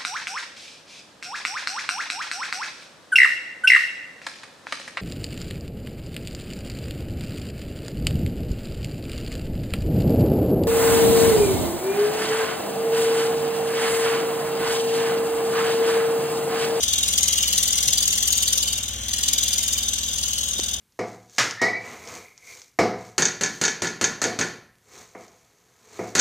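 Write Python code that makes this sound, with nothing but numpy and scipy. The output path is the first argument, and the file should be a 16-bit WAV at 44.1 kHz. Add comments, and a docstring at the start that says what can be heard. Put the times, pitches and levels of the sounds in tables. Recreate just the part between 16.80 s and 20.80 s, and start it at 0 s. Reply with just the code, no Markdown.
"""Rhythmic squealing and rasping over a low hum: a dry, spring-loaded exhaust joint under an idling car.
The engine rocks the pipe 20 times a second. Each forward stroke starts with a falling squeal and breaks
into a rasp, each return stroke squeaks, and the joint sizzles in between. The pipe rings and the floor
pan reflects; the hand-held microphone is bumped twice."""
import sys
import numpy as np
from scipy import signal
from scipy.fft import rfft, irfft
from scipy.io import wavfile

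SR = 44100
rng = np.random.default_rng(int(sys.argv[2]) if len(sys.argv) > 2 else 0)


def waveform_to_disk(signal):
    """Save audio, clipped to [-1, 1], as 16-bit WAV at the path in sys.argv[1]."""
    frames = np.transpose(np.atleast_2d(signal))
    scaled = np.clip(frames, -1, 1) * 32767
    samples = np.round(scaled).astype(np.int16)
    wavfile.write(sys.argv[1], SR, samples)


N = 4 * SR
TIME_S = np.arange(N) / SR
BINS_HZ = np.arange(N // 2 + 1) * SR / N
ROCK_HZ = 20


def amp(db):
    return 10 ** (np.asarray(db) / 20)


def unit_rms(x):
    return x / np.sqrt(np.mean(x ** 2) + 1e-20)


def at_time(rows, t_s=TIME_S):
    return np.interp(t_s, *np.transpose(rows))


def at_bins(rows):
    hz, values = np.transpose(rows)
    return np.interp(np.log(np.maximum(BINS_HZ, 1)), np.log(hz), values)


def drift(rate_hz):
    """Smooth random wander, rms 1."""
    return unit_rms(irfft(rfft(rng.standard_normal(N)) / (1 + (BINS_HZ / rate_hz) ** 2), N))


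def colour(x, spectrum, skirt_db_oct=24):
    """Minimum-phase filter, sloping off outside the given spectrum; output rms 1."""
    hz = np.maximum(BINS_HZ, 1)
    outside_oct = np.abs(np.log2(hz / np.clip(hz, spectrum[0][0], spectrum[-1][0])))
    gain = amp(at_bins(spectrum) - skirt_db_oct * np.minimum(outside_oct, 3))
    cepstrum = irfft(np.log(gain), N)
    return unit_rms(irfft(rfft(x) * np.exp(rfft(2 * cepstrum[:N // 2], N)), N))


def ring(x, hz, t60_s):
    """One damped mode; output rms 1."""
    r, w = amp(-60 / (t60_s * SR)), 2 * np.pi * hz / SR
    return unit_rms(signal.lfilter([0, np.sin(w)], [1, -2 * r * np.cos(w), r * r], x + 1e-18))


def engine_hum():
    """Wavering multiples of the rocking rate; the fifth swells as the microphone moves."""
    orders = [(1, -33), (2, -11), (3, 0), (4, -4), (5, -9), (6, -18), (7, -15), (8, -20), (9, -16),
              (10, -12), (11, -13), (12, -16), (13, -18), (14, -19)]  # multiple, level/dB
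    swell = [(0, -3), (1.8, -2), (2.0, 7), (2.25, 7), (2.4, -2), (4, -2)]  # t/s, level/dB
    hum = np.zeros(N)
    for k, db in orders:
        gain = amp(db + (k == 5) * at_time(swell) + 1.2 * drift(3.5))
        phase = 2 * np.pi * (k * ROCK_HZ * TIME_S + rng.random())
        hum += gain * np.sin(phase + .093 * k * drift(2.3))
    return amp(-40.5) * unit_rms(hum)


def engine_noise():
    """Mechanical noise and the whirring resonances it drives."""
    spectrum = [(15, -32), (25, -38), (43, -8.5), (65, -12), (92, -12.5), (124, -22), (156, -28.5),
                (197, -7.5), (473, -18.5), (541, -10.5), (607, -15), (749, -14), (978, -19.5),
                (1120, -14.5), (1250, -26), (1410, -14), (2400, -23), (3120, -2), (5280, -120)]  # f/Hz, density/dB
    likeness = [(60, .92), (130, 0), (250, 0.8), (500, 0.45), (1000, 0.13), (3000, 0.56)]  # f/Hz, L-R correlation
    resonances = [(191, 14, -51), (528, 22, -59), (770, 12, -63), (1147, 55, -57)]  # f/Hz, width/Hz, level/dB
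    # t/s, level/dB
    noise_level = [(0, 1.5), (1.2, 1), (1.7, 1), (2.15, -0.5), (2.6, 1.5), (3.2, 0), (4, 0)]
    whirr_level = [(0, -1), (.6, 1.5), (1.1, -1), (1.6, 0), (2.1, -7), (3, -5), (4, -6)]
    alike = at_bins(likeness)
    mid, side = rfft(rng.standard_normal((2, N)))
    noise = irfft(np.sqrt(1 + alike) * mid + np.sqrt(1 - alike) * side * [[1], [-1]], N)
    whirr = sum(amp(db) * ring(noise, hz, np.log(1000) / np.pi / width_hz)
                for hz, width_hz, db in resonances)
    rumble = colour(noise, spectrum, skirt_db_oct=14)
    return amp(at_time(noise_level) - 41.5) * rumble + amp(at_time(whirr_level)) * whirr


def microphone_bumps(click_decay_s=.0012, click_lag_s=.0061):
    """Light knocks on the case: a thud, then a click."""
    knocks = [(1.068, 128, 0.27, -38, -67), (3.793, 360, 0.022, -22.5, -13)]  # t/s, thud f/Hz, t60/s, thud level/dB, click level/dB
    click_spectrum = [(400, -16), (1200, -4), (7000, 17), (10000, -10)]  # f/Hz, density/dB
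    out = np.zeros((2, N))
    for start_s, hz, t60_s, thud_db, click_db in knocks:
        age_s = np.maximum(TIME_S - start_s, 0)
        noise = colour(rng.standard_normal(N), [(hz * .5, 0), (hz * 1.7, 0)], skirt_db_oct=13)
        thud = .8 * np.sin(2 * np.pi * hz * age_s) + .7 * noise
        out += amp(thud_db - 60 * age_s / t60_s) * (age_s > 0) * thud
        click_age_s = age_s - click_lag_s
        click = colour(rng.standard_normal((2, N)), click_spectrum)
        out += amp(click_db) * np.exp(-np.abs(click_age_s) / click_decay_s) * (click_age_s > 0) * click
    return out


def underbody(x, t60_s=.03, left_lead_s=.00038, sway_hz=3):
    """Direct sound, left first, plus equally strong floor-pan echoes that shift as the hand sways."""
    lag_s = np.arange(SR // 14) / SR
    echoes = rng.standard_normal((6, 2, len(lag_s))) * amp(-60 * lag_s / t60_s) * (lag_s > .0004)
    echoes /= np.sqrt(np.sum(echoes ** 2, axis=2, keepdims=True))
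    shares = np.array([drift(sway_hz) for _ in echoes])
    shares /= np.sqrt(np.sum(shares ** 2, axis=0))
    reflected = sum(share * signal.oaconvolve(x[None], echo, axes=1)[:, :N]
                    for share, echo in zip(shares, echoes))
    direct = np.array([x, np.roll(x, int(left_lead_s * SR))])
    return (direct + reflected) / np.sqrt(2)


def pipe(drive, gain_db=5, left_bias_db=2.5):
    """Friction keeps pipe and flange ringing; each mode reaches the right side with its own delay."""
    modes = [(2708, -59), (2799, -50), (3079, -49), (3348, -47), (3510, -50), (3731, -51), (4511, -49),
             (4850, -54), (5868, -47), (6627, -44), (7187, -50), (7655, -52), (8113, -53)]  # f/Hz, level/dB
    out = np.zeros((2, N))
    for hz, db in modes:
        mode = amp(db + gain_db) * ring(drive, hz, t60_s=.12)
        out += [mode, np.roll(mode, rng.integers(12, 22))]
    return out * amp(np.array([[.5], [-.5]]) * left_bias_db)


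def strokes(slips_s, shape_ms, level, scatter_db):
    """One pulse per slip; shape_ms is (delay, attack, hold, release to 1/e)."""
    delay_ms, attack_ms, hold_ms, release_ms = shape_ms
    out = np.zeros(N)
    for start_s in slips_s + delay_ms / 1000:
        span = slice(max(int(start_s * SR), 0), max(int((start_s + 2 / ROCK_HZ) * SR), 0))
        age_ms = (TIME_S[span] - start_s) * 1000
        gain = amp(at_time(level, start_s) + scatter_db * rng.standard_normal())
        release = np.exp(-np.maximum(age_ms - attack_ms - hold_ms, 0) / release_ms)
        out[span] += gain * np.clip(age_ms / attack_ms, 0, 1) * release
    return out


def friction(envelope, spectrum, grain_db, slips_per_s=14000):
    """Dense tiny slips of uneven size, coloured by the metal; rms follows the envelope."""
    ticks = (rng.random(N) < slips_per_s / SR) * rng.choice([-1, 1], N)
    grains = ticks * amp(grain_db * drift(450))
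    return colour(grains * envelope, spectrum) * np.sqrt(np.mean(envelope ** 2))


def stick_slip(slips_s, shape_ms, level, partials, pitch_hz, sag_per_ms, jitter=.016, scatter_db=.8):
    """Regular stick-slip: a jittery harmonic tone that falls during each stroke."""
    starts_s = slips_s + shape_ms[0] / 1000
    stroke = np.maximum(np.searchsorted(starts_s, TIME_S) - 1, 0)
    age_ms = (TIME_S - starts_s[stroke]) * 1000
    detune = .012 * rng.standard_normal(len(slips_s))[stroke]
    hz = pitch_hz * np.exp(-sag_per_ms * age_ms + detune + jitter * drift(877))
    phase = 2 * np.pi * np.cumsum(hz) / SR
    tone = sum(amp(db + 1.5 * drift(250)) * np.sin(k * phase) for k, db in partials)
    return unit_rms(tone) * strokes(slips_s, shape_ms, level, scatter_db)


def slip_times(jitter_ms=.3):
    """When the joint breaks loose in each cycle, in s; a wider swing slips earlier."""
    slip_delay = [(0, 24.6), (.4, 23.6), (.9, 22.2), (1.6, 21), (1.95, 22.3), (2.15, 26.5), (2.5, 24.6),
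                  (2.95, 23.6), (3.1, 26), (3.55, 24.6), (4, 27.5)]  # t/s, delay/ms
    cycles_s = np.arange(-1, N / SR * ROCK_HZ) / ROCK_HZ
    delay_ms = at_time(slip_delay, cycles_s) + jitter_ms * rng.standard_normal(len(cycles_s))
    return cycles_s + delay_ms / 1000


def sizzle():
    """Continuous fine friction in the joint."""
    level = [(0, -0.5), (.5, 1), (1.0, -.5), (1.8, 0), (2.15, -8), (2.45, -1), (2.8, 0), (3.1, -2.5),
             (3.9, -3), (4, -8)]  # t/s, level/dB
    spectrum = [(2400, -17.5), (2650, -16), (2900, -8), (3350, -1.5), (3800, -4.5), (4200, -12),
                (5000, -12), (5600, -11.2), (5900, -2), (6650, -0.9), (7200, -9), (8000, -17), (9400, -14),
                (10700, -26), (12300, -18.5), (15500, -23.5)]  # f/Hz, density/dB
    return amp(-28) * friction(amp(at_time(level)), spectrum, grain_db=2)


def return_stroke(slips_s):
    """The joint slides back with a squeak and a scrape."""
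    level = [(0.01, -6.7), (0.11, -0.9), (0.41, -2.7), (1.06, 2.9), (1.16, -1.6), (1.21, 1.7), (1.86, -2.5),
             (2.06, -9.8), (2.26, -10.7), (2.31, -4.9), (2.86, -3.9), (3.06, -6.5), (3.61, -3.1),
             (3.66, -6.9), (3.91, -3.3), (3.96, -8.3)]  # t/s, level/dB
    partials = [(1, -16), (2, 0), (3, -15), (4, -21)]  # multiple, level/dB
    spectrum = [(2600, -26.5), (3100, -21), (3600, -1), (4200, -17), (5500, -10), (6000, -5), (6700, -1.3),
                (7700, -19.5), (9300, -6.5), (10700, -18.5), (12300, -19), (15500, -23)]  # f/Hz, density/dB
    squeak = stick_slip(slips_s, (31.3, 1.8, 3, 3.2), level, partials,
                        pitch_hz=3260, sag_per_ms=.005, scatter_db=1.2)
    scrape = friction(strokes(slips_s, (31, 2, 5, 6.5), level, scatter_db=.7), spectrum, grain_db=2)
    return amp(-23.5) * squeak + amp(-23) * scrape


def forward_stroke(slips_s):
    """A gritty squeal drops to a lower chirp at full speed and breaks into a rasp; the flange thrums."""
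    squeal_pitch = [(0, 4950), (.45, 4800), (.62, 5150), (.8, 4900), (1.1, 4930), (1.55, 4720), (1.7, 4660),
                    (2, 4700), (2.6, 4900), (3.3, 4850), (3.8, 5100)]  # t/s, starting f/Hz
    # t/s, level/dB
    squeal_level = [(0.03, -0.8), (0.08, -11.7), (0.12, -0.3), (0.18, -8.9), (0.38, 2.3), (0.43, -7.6),
                    (0.48, 1.2), (1.38, -2.3), (1.48, 4.6), (1.98, -3.6), (2.02, -18.8), (2.27, -28.2),
                    (2.33, -18.7), (2.38, -26.3), (2.43, -6.6), (2.98, -3.3), (3.18, -26.1), (3.23, -12.4),
                    (3.58, -8.5), (3.68, -27.5), (3.83, -14.6), (3.98, -28.2)]
    chirp_level = [(0, -3), (.3, -1), (.6, 1), (.75, -6), (1.2, -7), (1.5, -2), (1.8, -4), (2.1, -16),
                   (2.45, -5), (2.9, -7), (3.3, -11), (3.6, -7), (4, -9)]
    rasp_level = [(0.04, 1.2), (0.74, 1), (0.79, 4), (0.94, 0.3), (1.08, 3.2), (1.58, -1), (1.74, 2),
                  (1.99, -3.5), (2.19, -16), (2.34, 0.5), (2.39, -6), (2.44, 0.8), (2.94, -0.5), (3.29, -5),
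                  (3.59, -2), (3.69, -5), (3.94, -3.5), (3.99, -23)]
    thrum_level = [(0, -9), (.5, 6.5), (1.0, 0.5), (1.5, -3), (2.15, -3), (2.5, 0.5), (2.95, 1), (3.1, -27),
                   (4, -9)]
    # multiple, level/dB
    squeal_partials = [(1, 0), (2, -4), (3, -10.5)]
    chirp_partials = [(1, 0), (2, -3), (3, -10), (4, -16)]
    # f/Hz, density/dB
    grit_spectrum = [(3000, -16), (7000, -2), (9000, 1), (10700, -10.5), (12000, -2.5), (15500, -2)]
    rasp_spectrum = [(2000, -16.5), (2450, -27), (2630, -19.5), (2850, -5), (3400, -8.5), (3850, -1.5),
                     (4200, -8.5), (4600, -4.5), (5100, -6.5), (5600, -10), (5900, 2), (6600, -2.1),
                     (7200, 0), (7900, -9), (9000, -5.5), (9800, -4.5), (10700, -28), (12000, -8.5),
                     (15000, -26.5), (16000, -7)]
    thrum_spectrum = [(1300, -7), (1600, -3.5), (2050, 3), (2450, 6), (2600, -6.5)]
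    squeal = stick_slip(slips_s, (0, .8, 3.6, 2), squeal_level, squeal_partials,
                        pitch_hz=at_time(squeal_pitch), sag_per_ms=.009)
    chirp = stick_slip(slips_s, (6, 1.5, 3.5, 2.2), chirp_level, chirp_partials,
                       pitch_hz=3750, sag_per_ms=.022, jitter=.018)
    grit_envelope = strokes(slips_s, (1, 3.5, 6, 4), squeal_level, scatter_db=.6)
    rasp_envelope = strokes(slips_s, (3, 3.6, 5.5, 6.5), rasp_level, scatter_db=.4)
    thrum_envelope = strokes(slips_s, (6.2, 8.7, 11.7, 24), thrum_level, scatter_db=.5)
    grit = friction(grit_envelope, grit_spectrum, grain_db=1.6)
    rasp = friction(rasp_envelope, rasp_spectrum, grain_db=1.8)
    thrum = friction(thrum_envelope, thrum_spectrum, grain_db=1.6)
    return amp(-22.3) * squeal + amp(-23) * chirp + amp(-27) * grit + amp(-17) * rasp + amp(-46) * thrum


def scene():
    """Joint, echoes and engine, mostly left of centre, plus pipe ring and bumps."""
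    balance = [(60, 1.0), (80, 1.5), (110, 2.0), (140, 1.5), (190, 4.0), (260, 2.5), (340, 1.5), (460, 3.0),
               (610, 1.5), (820, 1.5), (1100, 4.0), (1470, 5.0), (1960, 2.5), (2620, 1.5), (3510, -1.5),
               (4690, 4.5), (6270, 5.5), (8390, 0.0), (11200, 0.0), (15000, -0.5)]  # f/Hz, L-R level/dB
    slips_s = slip_times()
    joint = forward_stroke(slips_s) + return_stroke(slips_s) + sizzle()
    # narrow gap just below the pipe's first modes
    rubbing = signal.lfilter(*signal.iirnotch(2614, Q=13, fs=SR), joint)
    under_car = underbody(rubbing) + engine_hum() + engine_noise()
    sides = amp(np.array([[.5], [-.5]]) * at_bins(balance))
    sides /= np.sqrt(np.mean(sides ** 2, axis=0))
    return irfft(rfft(under_car) * sides, N) + pipe(rubbing) + microphone_bumps()


def record(dry):
    """Steep low-pass at 15950 Hz."""
    return signal.sosfilt(signal.ellip(12, .1, 90, 15950, fs=SR, output="sos"), dry)


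dry = scene()
out = record(dry)
waveform_to_disk(out)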